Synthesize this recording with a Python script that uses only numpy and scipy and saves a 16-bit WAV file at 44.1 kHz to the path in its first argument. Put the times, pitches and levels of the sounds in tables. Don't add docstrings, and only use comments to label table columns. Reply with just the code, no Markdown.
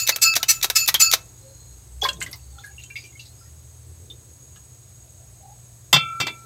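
import sys
import numpy as np
from scipy import signal
from scipy.fft import rfft, irfft, next_fast_len
from scipy.io import wavfile
from scipy.ndimage import map_coordinates

SR = 44100
rng = np.random.default_rng(int(sys.argv[2]) if len(sys.argv) > 2 else 0)


def generate_wav(sig):
    pcm = np.round(np.clip(np.atleast_2d(sig).T, -1, 1) * 32767).astype(np.int16)
    wavfile.write(sys.argv[1], SR, pcm)


def rack_gain(trim_db):
    fader = np.asarray(trim_db, float)
    return 10 ** (fader / 20)


N = 284445


def unit(x):
    return x / np.sqrt(np.mean(x ** 2) + 1e-20)


def along(points, hz):
    f, v = np.transpose(points)
    return np.interp(np.log(hz + 1), np.log(f + 1), v)


def curves(rows):
    s, *cols = np.transpose(rows)
    return [np.interp(np.arange(N) / SR, s, c) for c in cols]


def wobble(rate, count=N):
    knots = rng.standard_normal(int(count * rate / SR) + 4)
    return map_coordinates(knots, [np.arange(count) * rate / SR])


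def hiss(gain, count=N, gate=1, clicks=0):
    m = next_fast_len(count)
    source = rng.standard_normal(count) * gate + clicks
    spectrum = rfft(source, m) * gain(np.fft.rfftfreq(m, 1 / SR))
    return unit(irfft(spectrum, m)[:count])


def band(hz, width, count=N):
    return hiss(lambda f: np.exp(-((f - hz) / width) ** 2), count=count)


def sine(hz, t):
    return np.sin(2 * np.pi * hz * t)


def sweep(hz):
    return np.sin(2 * np.pi * np.cumsum(hz) / SR)


def fade(t, rise, t60):
    return (1 - np.exp(-t / max(rise, 1e-4))) * rack_gain(-60 * t / max(t60, .005))


def add(track, s, x):
    k = round(s * SR)
    x = x[max(-k, 0):N - k]
    track[max(k, 0):][:len(x)] += x


def ring(pitches, modes, t, stop, rough):
    whole = len(t)
    t = t[t < stop + .04]
    tone = np.zeros(len(t))
    for hz, (db, t60) in zip(pitches, modes):
        flutter = wobble(49.4, count=len(t)) + 0.56 * wobble(279, count=len(t))
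        shake = 1 + rough * np.sqrt(hz / 3000) * flutter
        tone += rack_gain(db - 60 * t / t60) * shake * np.sin(2 * np.pi * (hz * t + rng.random()))
    mute = rack_gain(-60 * np.maximum(t - stop, 0) / 0.026)
    return np.pad(tone * mute, (0, whole - len(t)))


def echoes(x, decay):
    hz, t, z = signal.stft(rng.standard_normal(SR // 2), SR, nperseg=256)
    dying = z * rack_gain(-60 * t / along(decay, hz)[:, None])
    tail = signal.istft(dying, SR, nperseg=256)[1]
    return signal.fftconvolve(np.pad(x, (150, 0)), tail / np.linalg.norm(tail))[:N]


# start in seconds, length in seconds, level in dB, bounces in Hz.
ROD_CHATTER = [
    (-.05, 0.038, -10, 446),
    (0.21, 0.029, -11.5, 437),
    (0.478, 0.036, -11.5, 439.3),
    (0.748, 0.024, -11.5, 434.7),
    (0.991, 0.027, -11.5, 436.4),
]
# frequency in Hz, density in dB per Hz.
BUZZ_COLOUR = [(290, -58), (500, -27.5), (1280, -19.5), (2360, -9.5), (2610, -10.5), (3250, -12.5),
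               (4800, -3), (7980, -5), (9360, -19.5), (11800, -4.5), (16000, -18.5)]
# frequency in Hz, width in Hz, boost in dB.
WALL_MODES = [(1331, 90, 5.5), (2620, 120, 9), (4400, 200, 5), (5040, 200, 5.5), (6020, 250, 4.5),
              (7045, 190, 4), (7800, 280, 5.5)]


def rod_chatter():
    out, t = np.zeros(N), np.arange(SR // 5) / SR

    def colour(f):
        return rack_gain(along(BUZZ_COLOUR, f))

    def glass(f):
        return 1 + sum(rack_gain(g) * 1j * f * w / (c * c - f * f + 1j * f * w) for c, w, g in WALL_MODES)

    for s, length, db, hz in ROD_CHATTER:
        since = (t * hz + 0.066 * wobble(60, count=len(t))) % 1 / hz
        bounce = .4 + np.exp(-since / .0007)
        contacts = np.diff(since, prepend=0) < 0
        click = 2 * (t == 0) + rng.standard_normal(len(t)) * np.exp(-t / .0012)
        clicks = 2.2 * signal.fftconvolve(contacts, click)[:len(t)]
        shape = (1 - np.exp(-(t / 0.011) ** 3.0)) * rack_gain(-60 * np.maximum(t - length, 0) / 0.047)
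        buzz = shape * hiss(lambda f: colour(f) * glass(f), count=len(t), gate=bounce, clicks=clicks)
        tail = rack_gain(2.5) * fade(t, length, 0.17) * np.minimum(t / length, 1)
        add(out, s, rack_gain(db) * (buzz + tail * hiss(colour, count=len(t))))
    return out


# start in seconds, level in dB of the 1.3 kHz, 2.6 kHz, 4-5 kHz
# and 7 kHz-and-up families, share of full ring life.
BEAKER_RINGS = [(-.02, -42, -25.5, -23, -19.5, 1.03), (0.119, -32.5, -22.5, -23, -33, 0.39),
                (.164, -38, -42, -53, -50, 0.6), (0.236, -25, -18, -14.5, -18.5, 1.07),
                (.396, -35, -49, -53, -42, 1.1), (0.434, -42, -46, -53, -50, 0.72),
                (.502, -39.5, -42, -63, -31, 1.3), (.65, -40, -45, -55, -50, 0.29),
                (0.706, -40, -45.5, -55, -50, 0.47), (.778, -38, -25.5, -21, -19.5, 1.08),
                (0.896, -40, -42, -55, -51, 0.34), (.955, -42.5, -42.5, -55, -49, 0.36),
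                (1.01, -25.5, -25.5, -14.5, -14.5, 1.11), (1.14, -40.5, -40, -54.5, -49.5, 0.41)]
BEAKER_HZ = [1324, 1588, 2620, 2650, 4300, 4400, 4452, 4600, 5040, 5206, 6790, 6900, 7045, 7870, 10090,
             11000, 11950, 13480, 14130, 14850]
BEAKER_FAMILY = [0, 0, 1, 1, 2, 2, 2, 2, 2, 2, 3, 3, 3, 3, 3, 3, 3, 3, 3, 3]
# level in dB, t60 in seconds.
BEAKER_MODES = [(-2, 0.64), (-13.5, 0.51), (2.5, 0.51), (-0.5, 0.14), (1, 0.12), (-3, 0.25), (-3.5, 0.21),
                (-9, 0.51), (2, 0.24), (-29, .2), (-6.5, 0.42), (-11, 0.19), (2.5, 0.22), (-20, 0.15),
                (-20, 0.3), (-18.5, 0.12), (-19, 0.25), (-13, 0.21), (-18, 0.24), (-13, 0.24)]


def beaker_ring():
    out, t = np.zeros(N), np.arange(SR // 5) / SR
    ticks, sloshes, knocks = WALL_SLAPS
    heavy = sloshes + knocks + ROD_CHATTER
    low, high = slice(0, 4), slice(4, None)
    for s, *family_db, share in BEAKER_RINGS:
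        modes = []
        for (db, t60), k in zip(BEAKER_MODES, BEAKER_FAMILY):
            modes.append((db + family_db[k] + rng.normal(0, 0.37), t60 * share))
        for part, hits, rough in [(low, heavy, .55), (high, heavy + ticks, .7)]:
            stop = min([hit[0] for hit in hits if hit[0] > s + .005], default=N / SR) - .004
            tone = ring(BEAKER_HZ[part], modes[part], t, stop - s, rough)
            add(out, s, tone * (1 - np.exp(-t / 0.007)))
    return out


# time in seconds, level in dB.
AIR_LEVEL = [(0, -54), (1.2, -56), (1.8, -58.5), (5.8, -60), (6.45, -55.5)]
# frequency in Hz, density in dB.
AIR_COLOUR = [(100, -25), (170, 5.5), (205, -3.5), (355, -2), (3230, -22.5), (3830, -13), (5920, -15.5),
              (6630, -12), (8470, -22), (9310, -55), (11000, -13), (15500, -29)]


def room_air():
    return rack_gain(curves(AIR_LEVEL)[0] + 0.27 * wobble(5.5)) * hiss(lambda f: rack_gain(along(AIR_COLOUR, f)))


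# frequency in Hz, density in dB per Hz.
RUMBLE_COLOUR = [(25, -58), (38, -23), (55, -6), (90, 3), (150, -7), (190, -32.5)]


def traffic_rumble():
    return rack_gain(-51 + 0.38 * wobble(3.88)) * hiss(lambda f: rack_gain(along(RUMBLE_COLOUR, f)))


# centre in Hz, width in Hz, level in dB.
INSECT_BANDS = [(6686, 100, -58), (6550, 340, -59.5), (8110, 500, -58), (11000, 720, -65.5),
                (7500, 650, -65)]
# time in seconds, level in dB.
NEAR_SONG = [(1.39, -61), (1.762, -58.5), (1.95, -77), (2.4, -67.5), (2.78, -58.5), (3.45, -65),
             (3.97, -70), (4.45, -61), (5.9, -64)]


def insects():
    out = np.zeros(N)
    near_db = curves(NEAR_SONG)[0]
    swell = [near_db - near_db.mean(), 0, 0, 0, 0]
    for (hz, width, db), more_db in zip(INSECT_BANDS, swell):
        out += rack_gain(db + more_db + 1.5 * wobble(40)) * band(hz, width)
    return out


def refrigerator():
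    hum_hz, hum_db = 120, -49
    phase = 2 * np.pi * hum_hz * np.arange(N) / SR + 0.36 * wobble(6.2)
    return rack_gain(hum_db + 1.8 * wobble(6)) * np.sin(phase)


# time in seconds, firing rate in Hz, level in dB.
ENGINE_REVS = [(0, 40.55, -65), (.6, 45.95, -54), (1.3, 54.03, -54), (1.95, 62.2, -45.5),
               (2.4, 65.86, -47.5), (3.1, 73, -55), (3.7, 79.6, -47), (4.05, 82.55, -48), (4.4, 76.9, -59),
               (4.8, 68.54, -57.5), (5.3, 59.4, -58), (6.45, 59, -68)]


def far_engine():
    hz, db = curves(ENGINE_REVS)
    phase = 2 * np.pi * np.cumsum(hz) / SR + .5 * wobble(7)
    return rack_gain(db) * rack_gain(2 + 3 * wobble(12)) * np.sin(phase)


# start in seconds, level in dB, brightness in dB.
WALL_SLAPS = [
    [(.067, -19, 2), (.074, -8, 2.5), (.161, -16, 3), (.942, -10, 6), (.12, -29, 12.5), (.185, -30, -13),
     (.338, -15, -3), (.613, -22, -4.5), (.861, -21, 3), (1.114, -6, 1)],
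    [(.082, -7.5, -0.5), (.353, -7, 1), (.626, -6, 2), (.875, -4, 5.5), (.948, -13, -9), (1.123, -7, -1)],
    [(.092, -9, 0), (.16, -20, 8.5), (.364, -11, 0), (.429, -16, -0.5), (.643, -12, 2.1), (.7, -15, 0.5),
     (.887, -10.5, -2), (.942, -11.5, 5), (1.136, -7, 1)],
]
# rise in seconds, t60 in seconds, low knock in dB.
SLAP_KINDS = [
    (0.00066, .018, -38),
    (0.0062, 0.062, -22.5),
    (0.00015, 0.051, -6),
]
# frequency in Hz, density in dB per Hz.
WET_COLOUR = [(470, -43), (800, -29.5), (2440, -6.5), (2950, -14.5), (3740, -2), (5050, -7), (6020, -3.5),
              (8770, -17), (13400, -10), (16000, -23)]
# frequency in Hz, density in dB per Hz.
KNOCK_COLOUR = [(100, -64), (200, -15), (400, -3), (800, 1.5), (2000, 0.5), (3000, 0), (5000, -12)]


def wall_slaps():
    out, t = np.zeros(N), np.arange(SR // 5) / SR
    for hits, (rise, t60, knock_db) in zip(WALL_SLAPS, SLAP_KINDS):
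        for s, db, bright_db in hits:
            tilt = lambda f: bright_db * np.log2(f / 5000 + 0.24)
            wet = hiss(lambda f: rack_gain(along(WET_COLOUR, f) + tilt(f)), count=len(t))
            wet = wet * rack_gain(0.88 * wobble(550, count=len(t)))
            knock = rack_gain(knock_db) * hiss(lambda f: rack_gain(along(KNOCK_COLOUR, f)), count=len(t))
            add(out, s, rack_gain(db) * fade(t, rise, t60) * (wet + knock))
    return out


# start in
# seconds, pitch in Hz, level in dB.
SLOW_GULPS = [(.631, 3700, -16), (.881, 3500, -16), (.949, 3250, -10), (.951, 3400, -15),
              (1.127, 3800, -14), (.433, 3000, -23), (2.018, 3350, -15), (.36, 5900, -18),
              (.068, 6050, -19), (.087, 3700, -17), (.085, 6000, -17), (.097, 2050, -20),
              (.887, 1950, -19)]
# start in seconds, pitch in Hz, level in dB, t60 in seconds.
GUSH_BUBBLES = [(2.024, 800, -25, 0.049), (2.037, 5000, -19.5, 0.022), (2.037, 1620, -27.5, 0.063),
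                (2.041, 3370, -17.5, 0.044), (2.051, 1060, -16.5, 0.036), (2.056, 2216, -24.5, 0.039),
                (2.088, 3320, -15.5, 0.039), (2.09, 2780, -23, 0.038), (2.088, 1586, -24, 0.02),
                (2.09, 4180, -24, 0.029), (2.17, 3660, -46, 0.019), (2.215, 2106, -26.5, 0.048),
                (2.218, 3020, -37, 0.055), (2.214, 1540, -30, 0.03), (2.215, 2857, -30.5, 0.067),
                (2.215, 4410, -42.5, 0.11), (2.262, 2060, -34, 0.048), (2.332, 2090, -39, 0.05),
                (2.024, 1050, -34.5, .03), (2.05, 700, -32, .04)]
# start in seconds, pitch in Hz, level in dB, t60 in seconds.
THIN_DRIPS = [(2.554, 1333, -57, 0.07), (2.583, 1390, -43.5, 0.053), (2.585, 3550, -52, 0.2),
              (2.2, 4900, -59, 0.33), (2.639, 1667, -39.5, 0.22), (2.637, 2100, -45, .05),
              (2.781, 2770, -35.5, 0.073), (2.836, 2700, -42, .046), (2.902, 2346, -43.5, 0.13),
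              (2.901, 2747, -44, 0.13), (2.956, 2217, -29.5, 0.062), (2.96, 2734, -39.5, 0.11),
              (2.965, 2330, -42.5, 0.19), (2.962, 4890, -42.5, 0.22), (3.038, 2396, -48, 0.19),
              (3.125, 2120, -57, .07), (2.985, 3500, -52, .06), (3.09, 2800, -56, .06),
              (2.905, 1600, -54, .05), (3.2, 3400, -54, .05), (3.152, 2176, -47, 0.069),
              (3.2, 5900, -54, .1), (3.04, 5900, -56, 0.16), (2.82, 4130, -58, .1), (3, 3850, -48, 0.074),
              (3.195, 4800, -50, 0.084), (3.193, 2745, -42, 0.1), (3.195, 2900, -49, 0.055),
              (3.251, 3900, -51, 0.096), (3.3, 4250, -56, 0.1), (3.41, 1370, -61, 0.29),
              (3.455, 1890, -64, .15), (2.86, 3100, -56, .1), (4.1, 3670, -40.5, 0.13),
              (4.559, 1703, -55.5, 0.089)]
# rise in seconds, pitch gain as a share.
POCKET_KINDS = [
    (.001, 0.032),
    (.002, 0.017),
    (.003, .017),
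]


def bubbles():
    out, t = np.zeros(N), np.arange(SR // 3) / SR
    gulps = [gulp + (0.038,) for gulp in SLOW_GULPS]
    for rows, (rise, gain) in zip((GUSH_BUBBLES, THIN_DRIPS, gulps), POCKET_KINDS):
        for s, hz, db, t60 in rows:
            creep = gain * np.minimum(3 * t / t60, 2) - gain / 2
            pitch = hz * (1 + creep + .011 * wobble(150, count=len(t)))
            tone = sweep(pitch) * rack_gain(2.5 * wobble(200, count=len(t)))
            collapse = rack_gain(db + 5.0 - 60 * (t / t60) ** 1.6)
            add(out, s, collapse * fade(t, rise, 1.46 * t60) * tone)
    return out


# start in seconds, end in seconds, centre in Hz, width
# in Hz, level in dB.
FAINT_NOISES = [(1.38, 1.593, 535, 14, -59), (1.36, 1.85, 4170, 90, -61), (1.99, 2.384, 350, 420, -53),
                (2.24, 2.44, 4600, 50, -62), (2.38, 2.58, 4510, 50, -62), (3.7, 4.48, 356, 200, -60.5),
                (4.7, 5.94, 666.7, 125, -66.5), (5.4, 5.562, 794, 55, -53.5), (6.2, 6.34, 300, 150, -45),
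                (2.943, 3.1, 4700, 350, -55), (2.5, 2.79, 804, 36, -61.5), (3.36, 3.5, 5050, 350, -59),
                (2.52, 2.73, 4310, 45, -62), (2.0, 2.3, 160, 40, -52), (5.635, 5.67, 7000, 500, -55),
                (2.28, 2.4, 1000, 350, -56), (3.0, 3.2, 350, 80, -60), (.8, 1.25, 140, 30, -56)]


def faint_noises():
    out = np.zeros(N)
    for s, end, hz, width, db in FAINT_NOISES:
        swell = np.sqrt(np.hanning(round((end - s) * SR)))
        level = rack_gain(db + 3.0 * wobble(35.0, count=len(swell)))
        add(out, s, level * swell * band(hz, width, count=len(swell)))
    return out


# start in seconds, centre in Hz, level in dB, t60 in seconds.
DROP_SPRAY = [(2.014, 6000, -31.5, 0.093), (2.038, 4330, -24, 0.1), (2.03, 620, -29.5, 0.092),
              (2.052, 1780, -31.5, 0.12), (2.084, 7500, -31, 0.087), (2.088, 4480, -27, 0.044),
              (2.204, 7740, -31, 0.08), (2.214, 2680, -34, 0.092), (2.225, 7500, -21.5, 0.042),
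              (2.262, 3280, -50, 0.23), (2.313, 11200, -38.5, 0.055), (2.329, 4900, -33, 0.089),
              (2.357, 14500, -41.5, 0.06), (2.585, 3600, -51, 0.18), (2.641, 9000, -55, 0.15),
              (2.662, 10000, -43, 0.059), (2.129, 6840, -34.5, 0.055), (2.836, 7200, -41.5, 0.077),
              (2.82, 3800, -54, 0.21), (2.9, 1620, -51.5, 0.12), (2.958, 3750, -43.5, 0.15),
              (3.039, 5950, -52, 0.15), (3.194, 4130, -45, 0.22), (4.1, 3450, -48, 0.11),
              (4.559, 3020, -51.5, 0.06), (2.212, 1100, -41, 0.092), (2.216, 2000, -38, 0.076),
              (2.262, 1910, -38.5, .07), (2.09, 984, -38.5, 0.051), (2.062, 3000, -34, .1),
              (2.79, 2660, -50.5, 0.23), (2.96, 2370, -43, 0.25), (3.04, 2600, -47.5, 0.13),
              (2.64, 1580, -46, .15), (3.255, 4500, -50, 0.17), (4.559, 1300, -52, 0.073)]


def spray():
    out, t = np.zeros(N), np.arange(SR // 3) / SR
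    for s, hz, db, t60 in DROP_SPRAY:
        bell = lambda f: np.exp(-(np.log2(f / hz + 1e-9) / 0.25) ** 2)
        burst = hiss(lambda f: 0.44 * rack_gain(along(WET_COLOUR, f)) + bell(f), count=len(t))
        add(out, s, rack_gain(db + 2.0 * wobble(520, count=len(t))) * fade(t, 0.00057, t60) * burst)
        for late, tone, size in rng.random((9, 3)):
            tiny_hz = min(hz, 4500) * 2 ** (1.375 * tone - .9)
            tiny = fade(t, 0.0012, 60 / tiny_hz) * sine(tiny_hz, t * (1 + 3 * t))
            add(out, s + late ** 2 * t60, rack_gain(db + 1 - 25.0 * size - 14.4 * late) * tiny)
    return out


# start in seconds, end in seconds, low Hz, high Hz, level in dB.
STRAY_DROPLETS = (2.5, 3.35, 2000, 5500, -51)


def droplets():
    out, t = np.zeros(N), np.arange(SR // 3) / SR
    start, end, low_hz, high_hz, drop_db = STRAY_DROPLETS
    for when, tone, size in rng.random((45, 3)):
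        hz = low_hz * (high_hz / low_hz) ** tone
        chirp = fade(t, 0.00077, 90 / hz) * sine(hz, t * (1 + t))
        add(out, start + when * (end - start), rack_gain(drop_db - 10 * size) * chirp)
    return out


# start in seconds, level in dB, thud in dB, share of ring life,
# treble in dB.
FLASK_TOUCHES = [
    (5.928, -8, -19, 0.78, 1.5),
    (5.94, -11.5, -6, 0.94, -3.5),
    (5.962, -15, -4.5, 0.87, -13),
    (6.201, -21, -5, 0.63, -2),
    (6.21, -22, -3, 1, -3),
    (6.268, -24.5, -13.5, 0.47, -3),
    (6.28, -30, -21.5, 0.47, -14),
]
# boost in dB near 1.3, 2.1, 2.3, 2.7, 3.2 and 3.5 kHz.
TOUCH_FAVOUR = [(-4, -0.2, -13, -3, -1, 0), (-6, -0.5, -11, 0, 1, 0.5), (0.3, -1, 0.5, 1.5, -1, 1),
                (0, -5, -2, 0.1, -4, -3.5), (-3.5, -1, 5, 1, -3, -3), (-6, -3, 5, -2, -8, -2),
                (-2.5, 9, 7, 5, -4, 5)]
# low edge in Hz, high edge in Hz.
FAVOUR_SPANS = [(1250, 1400), (2000, 2200), (2250, 2400), (2600, 2750), (3100, 3250), (3450, 3650)]
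FLASK_HZ = [495, 1040, 1303, 1346, 2040, 2159, 2304, 2336, 2659, 2697, 3122, 3198, 3488, 3620, 4296, 4565,
            4958, 5394, 5700, 7300, 7700]
# level in dB, t60 in seconds.
FLASK_MODES = [(-34, 0.5), (-7.5, 0.059), (-26, 2.6), (-14, 8), (-7, 0.15), (-16, 0.31), (-20.5, 0.83),
               (-10, 0.58), (-11.5, 0.4), (-3.5, 0.29), (-5, 0.16), (-7, 0.29), (-2, 0.29), (-2, 0.13),
               (-11.5, 0.17), (-2, 0.081), (-3, 0.1), (-21.5, 0.089), (-5, 0.091), (3.5, 0.025),
               (-6, 0.046)]
# frequency in Hz, density in dB per Hz.
RATTLE_COLOUR = [(120, -33), (200, -16), (600, -20), (880, -11.5), (1810, -17.5), (2090, -13),
                 (2420, -25.5), (3560, -12.5), (4040, -18), (4600, -14), (5330, -22), (7830, -17.5),
                 (9580, -35), (14300, -24), (16000, -37)]


def flask():
    out, t = np.zeros(N), np.arange(SR // 3) / SR
    for (s, db, thud_db, share, bright_db), favour_db in zip(FLASK_TOUCHES, TOUCH_FAVOUR):
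        later = [touch[0] + 0.0087 for touch in FLASK_TOUCHES if touch[0] > s]
        stop = min(later, default=N / SR)
        edge = lambda f: bright_db * np.clip(np.log2(f / 4000 + 1e-9), 0, 1.7)
        rattle = hiss(lambda f: rack_gain(along(RATTLE_COLOUR, f) + edge(f)), count=len(t))
        rattle = rack_gain(-0.5) * rattle * fade(t, 0.00053, 0.08)
        thud = rack_gain(thud_db) * sine(148, t) * fade(t, 0.003, 0.1) * (1 + .5 * wobble(60, count=len(t)))
        modes = []
        for hz, (level, life) in zip(FLASK_HZ, FLASK_MODES):
            favour = sum(more * (low < hz < high) for more, (low, high) in zip(favour_db, FAVOUR_SPANS))
            modes.append((level + edge(hz) + favour + rng.normal(0, 1), life * share))
        tone = (1 - np.exp(-t / 0.0029)) * ring(FLASK_HZ, modes, t, stop - s, rough=0.2)
        add(out, s, rack_gain(db) * (rattle + thud + tone))
    return out


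# frequency in Hz, t60 in seconds.
HOLLOW_DECAY = [(300, 0.14), (2000, 0.078), (6000, 0.017), (12000, 0.097)]
# frequency in Hz, t60 in seconds.
ROOM_DECAY = [(200, 0.49), (2000, 0.19), (10000, 0.15)]


def scene():
    liquid = bubbles() + spray() + droplets()
    near = rod_chatter() + beaker_ring() + wall_slaps() + flask()
    near += liquid + rack_gain(-5) * echoes(liquid, HOLLOW_DECAY)
    indoors = room_air() + refrigerator()
    outside = traffic_rumble() + insects() + far_engine() + faint_noises()
    return (near + rack_gain(-17.5) * echoes(near, ROOM_DECAY) + indoors + outside)[None]


def top_cut(x):
    return signal.sosfilt(signal.butter(12, 16630, fs=SR, output="sos"), x)


def record(dry):
    clipped = dry / (1 + np.abs(dry) ** 10) ** (1 / 10)
    hz = np.fft.rfftfreq(N, 1 / SR)
    passed = 1 / (1 + (hz / 15900) ** 80) / (1 + (36 / (hz + 1)) ** 4)
    finished = irfft(rfft(clipped) * passed, N)
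    return top_cut(finished)


dry = scene()
out = record(dry)
generate_wav(out)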